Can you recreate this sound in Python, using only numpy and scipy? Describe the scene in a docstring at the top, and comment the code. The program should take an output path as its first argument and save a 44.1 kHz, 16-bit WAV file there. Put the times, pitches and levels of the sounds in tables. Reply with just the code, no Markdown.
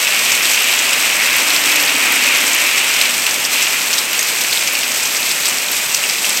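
"""Heavy rain on a street, heard in mono from under a porch roof.
From the start, far drops merge into a wash, the roof drums and nearer drops patter on the pavement,
while fat drips splat from the eaves. A car, its tyres hissing on the wet asphalt, passes at 1.35 s
and slips behind the porch wall after about three seconds. Late on, as the near rain slowly eases,
three drips trap bubbles in a puddle and ping."""
import sys
import numpy as np
from scipy import signal
from scipy.fft import rfft, irfft
from scipy.io import wavfile
from scipy.ndimage import uniform_filter1d, map_coordinates

SR = 44100
rng = np.random.default_rng(int(sys.argv[2]) if len(sys.argv) > 2 else 0)


def unload_wav(signal):
    """Save mono or channel-first audio to the path in sys.argv[1] as 16-bit WAV at rate SR, clipped to [-1, 1]."""
    wavfile.write(
        sys.argv[1],
        SR,
        np.round(np.clip(np.atleast_2d(signal).T, -1, 1) * 32767).astype(np.int16),
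    )


N = 282240
TIME = np.arange(N) / SR

# lulls (negative) and flurries (positive) in the near rain: t/s, half-width/s, level change/dB
LULLS_AND_FLURRIES = [(0.45, 0.17, 2.3), (2.48, .12, 0.9), (3.18, .07, -1), (3.485, 0.024, -8.5),
                      (3.548, .04, 4), (4.075, 0.03, -5), (4.85, 0.22, -1.6), (5.5, 0.084, 2),
                      (5.67, 0.037, -4), (5.753, .04, 2), (6.181, 0.03, -2.5), (6.286, 0.076, 2)]
# tone of the far rain and town: f/Hz, level/dB
WASH_EQ = [(25, -36), (55, -30), (80, -45), (115, -19.5), (200, -14), (450, -7), (900, -7.5), (1600, -5),
           (2500, 1.5), (3700, -7.5), (8150, -5), (9600, -15), (12300, -10.5), (15800, -17.5)]
# low modes of the roof sheets: f/Hz, bandwidth/Hz, level/dB
ROOF_MODES = [(108, 7.6, -8), (135, 8, -27), (154.7, 8.7, 1.5), (197, 10, -17), (210.3, 12, 2),
              (245, 19, 3), (593, 22, 3)]
# bright tone of nearby drops, with ringing peaks near 8 and 12 kHz: f/Hz, level/dB
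NEAR_DROP_EQ = [(60, -42), (1200, -13.5), (1900, -6), (2550, -4), (3400, 1.5), (4600, 0.5), (5900, 2),
                (6900, -1.5), (8150, 5), (9300, -7), (10900, -10), (12300, -1.5), (13600, -7), (15800, -18)]
# tone of churned water: f/Hz, level/dB
WATER_EQ = [(100, -50.5), (900, -33), (1500, -13), (1950, -6.5), (2300, -1.5), (2600, -0.5), (3100, -6.5),
            (3800, -13.5), (6000, -22.5), (12000, -64)]
# tone of tread on asphalt: f/Hz, level/dB
TREAD_EQ = [(50, -56), (150, -25), (400, -9.5), (560, -3), (750, -3.5), (1000, -0.5), (1500, -0.5),
            (2200, -6.5), (4000, -27.5)]
# tone of the engine through the car body: f/Hz, level/dB
ENGINE_EQ = [(40, -50), (100, -13), (180, -14.5), (250, 2.5), (310, 3), (390, -8), (800, -23.5)]
# puddles that swish under the tyres: t/s, half-width/s, boost/dB, pitch dip/fraction
PUDDLE_SWISHES = [(0.72, .16, 0, -.04), (1.218, .06, 1, .065), (2.099, .1, 1.5, 0.029), (2.3, .1, 3, 0),
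                  (2.72, 0.14, 1.9, 0), (3.02, .11, 3, -.02), (3.65, .14, 6.5, -.03),
                  (4.25, .25, 2, 0.00074)]
# fat drips from the eaves: t/s, level/dB, slap f/Hz, plop level/dB, spray offset/dB
EAVES_DRIPS = [(0.069, -9, 3400, -3, -5), (0.123, -14, 4500, -3, -9), (0.3192, 1, 6440, -14, -3),
               (0.3586, -5, 8030, -25, -11), (0.4533, -1, 3720, -17, -2), (0.5453, -3, 6010, -9, -13),
               (0.5755, -12, 4510, -2, -9), (0.7891, -1, 7290, -12, -5), (0.9303, -3, 5230, -9, 1),
               (1.5032, -1, 4170, -13, -12), (1.5623, -0.5, 4280, -18, -3), (1.7574, -1, 8150, -17, -3),
               (1.7974, -5, 5490, -9, 1), (1.8756, -4, 3980, -17, -15), (2.237, -7, 5000, -6, 2),
               (2.5316, 1, 7160, -15, -14), (2.9373, -4, 6320, -17, -6), (3.0126, 0, 4200, 1.5, 2),
               (3.1789, -2, 8100, -14, -13), (3.265, -2, 3900, 0.5, 0), (3.3095, -2.5, 6000, -17, -12),
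               (3.4495, 0.5, 5500, -22, -14), (3.624, -3, 7870, -15, 0.5), (3.6677, -6, 5230, -3, -9),
               (3.9289, 1, 5790, -5.5, -9), (3.9349, 0, 4670, -18, -14), (3.9809, -4, 3630, -20, -1),
               (3.986, -2.5, 5250, -17, -1), (4.13, -11, 5500, -8, 3), (4.1913, 0, 6650, -12, -0.5),
               (4.2283, -2, 6080, -12, -16), (4.4076, -6.5, 7900, -10, 3), (4.5284, -0.5, 3910, -9, -3),
               (4.573, -4, 3620, -14, -10), (4.6084, -5.5, 7950, -9, -3), (4.6736, -1, 6070, -5, -7),
               (4.752, -7, 4650, -3, 0), (4.8318, -5, 5440, -5, -3), (5.033, 0, 8170, -18, -12),
               (5.054, -1, 6470, -22, -9), (5.1672, -2.5, 6050, -24, -7), (5.313, -3, 4850, -16, 1),
               (5.4543, -1, 4660, -14, 1), (5.4859, 1, 8010, -19, -12), (5.9443, 0.5, 7000, -21, -0.5),
               (6.038, -14, 7780, -2.5, -9), (6.0969, 0.5, 5290, -9, -9), (6.244, -14, 6120, -1.5, -9),
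               (6.293, 2, 8330, -24, -11), (6.3719, -1.5, 6000, -14, -2)]
# small hard drops close by: t/s, level/dB
HARD_DROPS = [(0.62, -5), (1.0126, -8), (1.3663, 0), (1.7569, -5), (1.8093, -7), (1.8262, -2), (2.1221, -2),
              (2.3734, -5), (2.547, -2), (4.13, -8), (4.2283, -5), (4.412, -7), (4.7336, -6), (5.2046, -6),
              (5.716, -3), (6.29, -7)]
# soft low rumbles: t/s, half-width/s, level/dB
LOW_SWELLS = [(1.25, 0.27, -53), (5.8, .15, -53.5)]
# drips that trap a bubble in a puddle: t/s, level/dB, starting f/Hz
BUBBLES = [(4.2105, -8, 6500), (4.675, -8, 6050), (5.9475, -6, 5850)]


def undb(db):
    """Decibels to gain."""
    return 10 ** (np.asarray(db) / 20)


def unit(x):
    """Scale to rms 1."""
    return x / np.sqrt(np.mean(x ** 2))


def colour(x, points, size=4096):
    """Minimum-phase EQ through (f/Hz, level/dB) points, so clicks keep their sharp attack."""
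    hz, db = np.transpose(points)
    bins = np.maximum(np.arange(size // 2 + 1) * SR / size, 1)
    curve_db = np.interp(np.log(bins), np.log(hz), db)
    cepstrum = irfft(np.log(undb(curve_db)))
    cepstrum[1:size // 2] *= 2
    cepstrum[size // 2 + 1:] = 0
    return signal.fftconvolve(x, irfft(np.exp(rfft(cepstrum))))[:len(x)]


def walk(rate):
    """Smooth random modulation of rms 1, with `rate` new values a second."""
    hold = int(SR / rate)
    steps = np.repeat(rng.standard_normal(N // hold + 1), hold)
    return unit(uniform_filter1d(uniform_filter1d(steps, hold), hold)[:N])


def bump(s, half_width_s):
    """A bell-shaped envelope of height 1 around time s."""
    return np.exp(-((TIME - s) / half_width_s) ** 2)


def add(out, s, sound):
    """Mix a sound in at time s."""
    i = int(np.clip(s * SR, 0, N - 1))
    out[i:i + len(sound)] += sound[:N - i]


def impacts(rate, spread_db):
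    """Random clicks, about `rate` a second; drop size and distance scatter their strength."""
    chance, size = rng.random(N), np.clip(rng.standard_normal(N), -2, 2)
    return (chance < rate / SR) * undb(spread_db * size) * rng.choice([-1, 1], N)


def splat(hz, spray_db, cycles, spray_s, droplet_db, flatten_s=0.0015):
    """One drop in two layers: a short slap as it flattens, and a dying tail of thrown droplets."""
    t = np.arange(SR // 25) / SR - flatten_s
    slap = np.exp(-(t * hz / cycles) ** 2) * np.sin(2 * np.pi * (hz * t + rng.random()))
    grain, size = rng.standard_normal((2, len(t)))
    crackle = unit(grain * undb(droplet_db * np.clip(size, -2, 2)))
    droplets = crackle * np.exp(-t / spray_s) * (t > 0)
    return slap, undb(spray_db) * droplets / 2


def shower(start_db=-17.5, ease_db_per_s=0.33, waver_db=-0.45):
    """The near rain's fader in dB: a slow easing, a slight waver, brief lulls and flurries."""
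    changes_db = sum(db * bump(s, width) for s, width, db in LULLS_AND_FLURRIES)
    return start_db - ease_db_per_s * TIME + waver_db * walk(rate=6) + changes_db


def wash(shower_db, level_db=-20, follow=0.25):
    """Countless far drops merge into a smooth bed that partly follows the shower."""
    bed = unit(colour(rng.standard_normal(N), WASH_EQ))
    return bed * undb(level_db + follow * (shower_db - shower_db.mean()))


def roof(level_db=-43):
    """Rain keeps the low modes of the roof sheets ringing."""
    blows = impacts(rate=900, spread_db=3)
    ring = sum(undb(db) * signal.lfilter(*signal.iirpeak(hz, hz / width, fs=SR), blows)
               for hz, width, db in ROOF_MODES)
    return unit(ring) * undb(level_db)


def patter(trim_db=-4, flurry_db=2):
    """Small drops tick on the pavement in quick flurries."""
    drops = colour(impacts(rate=2000, spread_db=3), NEAR_DROP_EQ)
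    return unit(drops) * undb(trim_db + flurry_db * walk(rate=45))


def splashes(count=800, trim_db=-8, spread_db=3.5, low_hz=2200, high_hz=13500):
    """Larger drops burst nearby, each at its own pitch."""
    out = np.zeros(N)
    times, pitches = rng.uniform(0, N / SR, count), rng.uniform(low_hz, high_hz, count)
    sizes = np.clip(rng.standard_normal(count), -2, 1.2)
    for s, hz, size in zip(times, pitches, sizes):
        slap, spray = splat(hz, spray_db=-9, cycles=1.3, spray_s=0.008, droplet_db=6)
        # a briefer slap packs the same energy into a higher peak
        add(out, s, undb(spread_db * size) * (slap * np.sqrt(hz / high_hz) + spray))
    return unit(colour(out, NEAR_DROP_EQ)) * undb(trim_db)


def spatter(trim_db=-14):
    """Stray drops blown under the roof click crisply on the floor."""
    return unit(colour(impacts(rate=28, spread_db=2.5), NEAR_DROP_EQ)) * undb(trim_db)


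def plops(trim_db=-11.5):
    """Drops land in puddles further off with dull, uneven plops."""
    return unit(colour(impacts(rate=80, spread_db=5.5), WATER_EQ)) * undb(trim_db)


def tyre_hiss(nearness, behind, doppler, hidden, base_db=-17.5, wall_db=-5, flutter_db=0.8):
    """Tyres tear through the water film in a gritty hiss and swish through each puddle."""
    puddle_db = sum(db * bump(s, width) for s, width, db, _ in PUDDLE_SWISHES)
    pitch_dip = sum(dip * bump(s, width) for s, width, _, dip in PUDDLE_SWISHES)
    grit = unit(colour(impacts(rate=5000, spread_db=3), WATER_EQ))
    # varispeed slides the tone: lower with the car abreast, higher when it is far
    speed = doppler * (0.97 + 0.05 * np.abs(behind) - pitch_dip)
    hiss = map_coordinates(grit, [np.cumsum(speed)], order=3, mode="mirror")
    fader_db = base_db + puddle_db + wall_db * hidden + flutter_db * walk(rate=40)
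    return hiss * nearness ** 0.52 * undb(fader_db)


def road_roar(nearness, behind, hidden, base_db=-26.5, rear_db=1.4, wall_db=-1.5):
    """Tread roars on the asphalt, louder behind the car than ahead of it."""
    roar = unit(colour(rng.standard_normal(N), TREAD_EQ))
    return roar * nearness ** 0.79 * undb(base_db + rear_db * behind + wall_db * hidden)


def engine(nearness, behind, passes_s, base_db=-36.5, body_db=-7, rear_db=4, beam_db=-0.3, lag_s=0.53):
    """Engine rumble; the exhaust points backwards, so it peaks after the car has passed."""
    all_round = undb(body_db + rear_db * behind) * np.sqrt(nearness)
    exhaust_beam = undb(beam_db) * bump(passes_s + lag_s, half_width_s=0.72)
    rumble = unit(colour(rng.standard_normal(N), ENGINE_EQ))
    return rumble * undb(base_db) * (all_round + exhaust_beam) * np.sqrt(nearness)


def car(speed_m_s=7, passes_s=1.35, closest_m=9, hidden_s=3.12, hiding_s=0.056):
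    """A wet pass-by: house fronts slow the fade, and the porch wall ducks the hiss and roar."""
    along_m = speed_m_s * (TIME - passes_s)
    distance_m = np.hypot(along_m, closest_m)
    nearness = closest_m / distance_m
    behind = along_m / distance_m  # -1 approaching, 0 abreast, +1 leaving
    doppler = 1 / (1 + speed_m_s * behind / 343)
    hidden = (1 + np.tanh((TIME - hidden_s) / hiding_s)) / 2
    tyres = tyre_hiss(nearness, behind, doppler, hidden) + road_roar(nearness, behind, hidden)
    return tyres + engine(nearness, behind, passes_s)


def drips(slap_trim_db=-1.8, plop_trim_db=-1, fragment_trim_db=-8, plop_hz=2650, cycles=1.7):
    """Fat drips from the eaves land a step away: a bright slap, a lower plop, spray and a short slosh."""
    slaps, sprays, sloshes = np.zeros((3, N))
    for s, db, hz, plop_db, spray_db in EAVES_DRIPS:
        slap, spray = splat(hz, spray_db, cycles, spray_s=0.0053, droplet_db=0.5)
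        detuned_hz = plop_hz * rng.uniform(1, 1.07)
        plop, slosh = splat(detuned_hz, spray_db=3, cycles=cycles, spray_s=0.029, droplet_db=-3)
        plop_gain = undb(plop_db + plop_trim_db)
        add(slaps, s, undb(db + slap_trim_db) * slap + plop_gain * plop)
        # the drip breaks up as it falls; fragments land just before and after, each at its own pitch
        for late, detune in rng.random((4, 2)):
            fragment_hz = np.sqrt(hz * (3000 + 6000 * detune))
            fragment, _ = splat(fragment_hz, spray_db, cycles, spray_s=0.009, droplet_db=6)
            add(slaps, s - 0.006 + 0.018 * late, undb(db + fragment_trim_db) * fragment)
        add(sprays, s, undb(db) * spray)
        add(sloshes, s, plop_gain * slosh)
    return slaps + colour(sprays, NEAR_DROP_EQ) + colour(sloshes, WATER_EQ)


def dribble(count=34, base_db=-7.5, scatter_db=3, low_hz=3500, high_hz=8400):
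    """Lesser drips fall all along the eaves in a loosely even rhythm."""
    slaps, sprays = np.zeros((2, N))
    for k, (when, pitch, size) in enumerate(rng.random((count, 3))):
        hz = low_hz + (high_hz - low_hz) * pitch
        slap, spray = splat(hz, spray_db=-7, cycles=1.4, spray_s=0.008, droplet_db=-3)
        s = (k + when) / count * N / SR
        gain = undb(base_db + scatter_db * (2 * size - 0.5))
        add(slaps, s, gain * slap)
        add(sprays, s, gain * spray)
    return slaps + colour(sprays, NEAR_DROP_EQ)


def ticks(hz=12350, trim_db=-1):
    """Small hard drops strike nearby, all with the same thin, high tick."""
    out = np.zeros(N)
    for s, db in HARD_DROPS:
        slap, spray = splat(hz, spray_db=-11, cycles=3, spray_s=0.0042, droplet_db=7)
        add(out, s, undb(db + trim_db) * (slap + spray))
    return out


def low_swells(band_hz=(72, 115)):
    """The low end swells briefly in soft rumbles."""
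    bandpass = signal.butter(2, band_hz, "band", fs=SR, output="sos")
    rumble = unit(signal.sosfilt(bandpass, rng.standard_normal(N)))
    return rumble * sum(undb(db) * bump(s, width) for s, width, db in LOW_SWELLS)


def pings(ring_s=0.0029, glide_per_s=3):
    """A bubble trapped by a drip rings briefly and bends up in pitch."""
    out, t = np.zeros(N), np.arange(SR // 40) / SR
    for s, db, hz in BUBBLES:
        chirp = np.sin(2 * np.pi * hz * t * (1 + glide_per_s * t / 2))
        add(out, s, undb(db) * np.exp(-t / ring_s) * chirp)
    return out


def scene():
    """Rain beds, close drops and the pass-by, mixed the same into both channels."""
    shower_db = shower()
    near_rain = (patter() + splashes() + spatter() + plops()) * undb(shower_db)
    beds = wash(shower_db) + roof() + near_rain
    close_drops = drips() + dribble() + pings() + ticks()
    mono = beds + close_drops + car() + low_swells()
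    return np.array([mono, mono])


def record(dry, low_cut_hz=65, high_cut_hz=15800):
    """A phone's tone: deep bass thinned, the loudest drips clipped, the very top cut."""
    low_cut = signal.butter(3, low_cut_hz, "high", fs=SR, output="sos")
    high_cut = signal.ellip(10, 0.05, 60, high_cut_hz, fs=SR, output="sos")
    clipped = np.clip(signal.sosfilt(low_cut, dry), -1, 1)
    return signal.sosfiltfilt(high_cut, clipped)


dry = scene()
out = record(dry)
unload_wav(out)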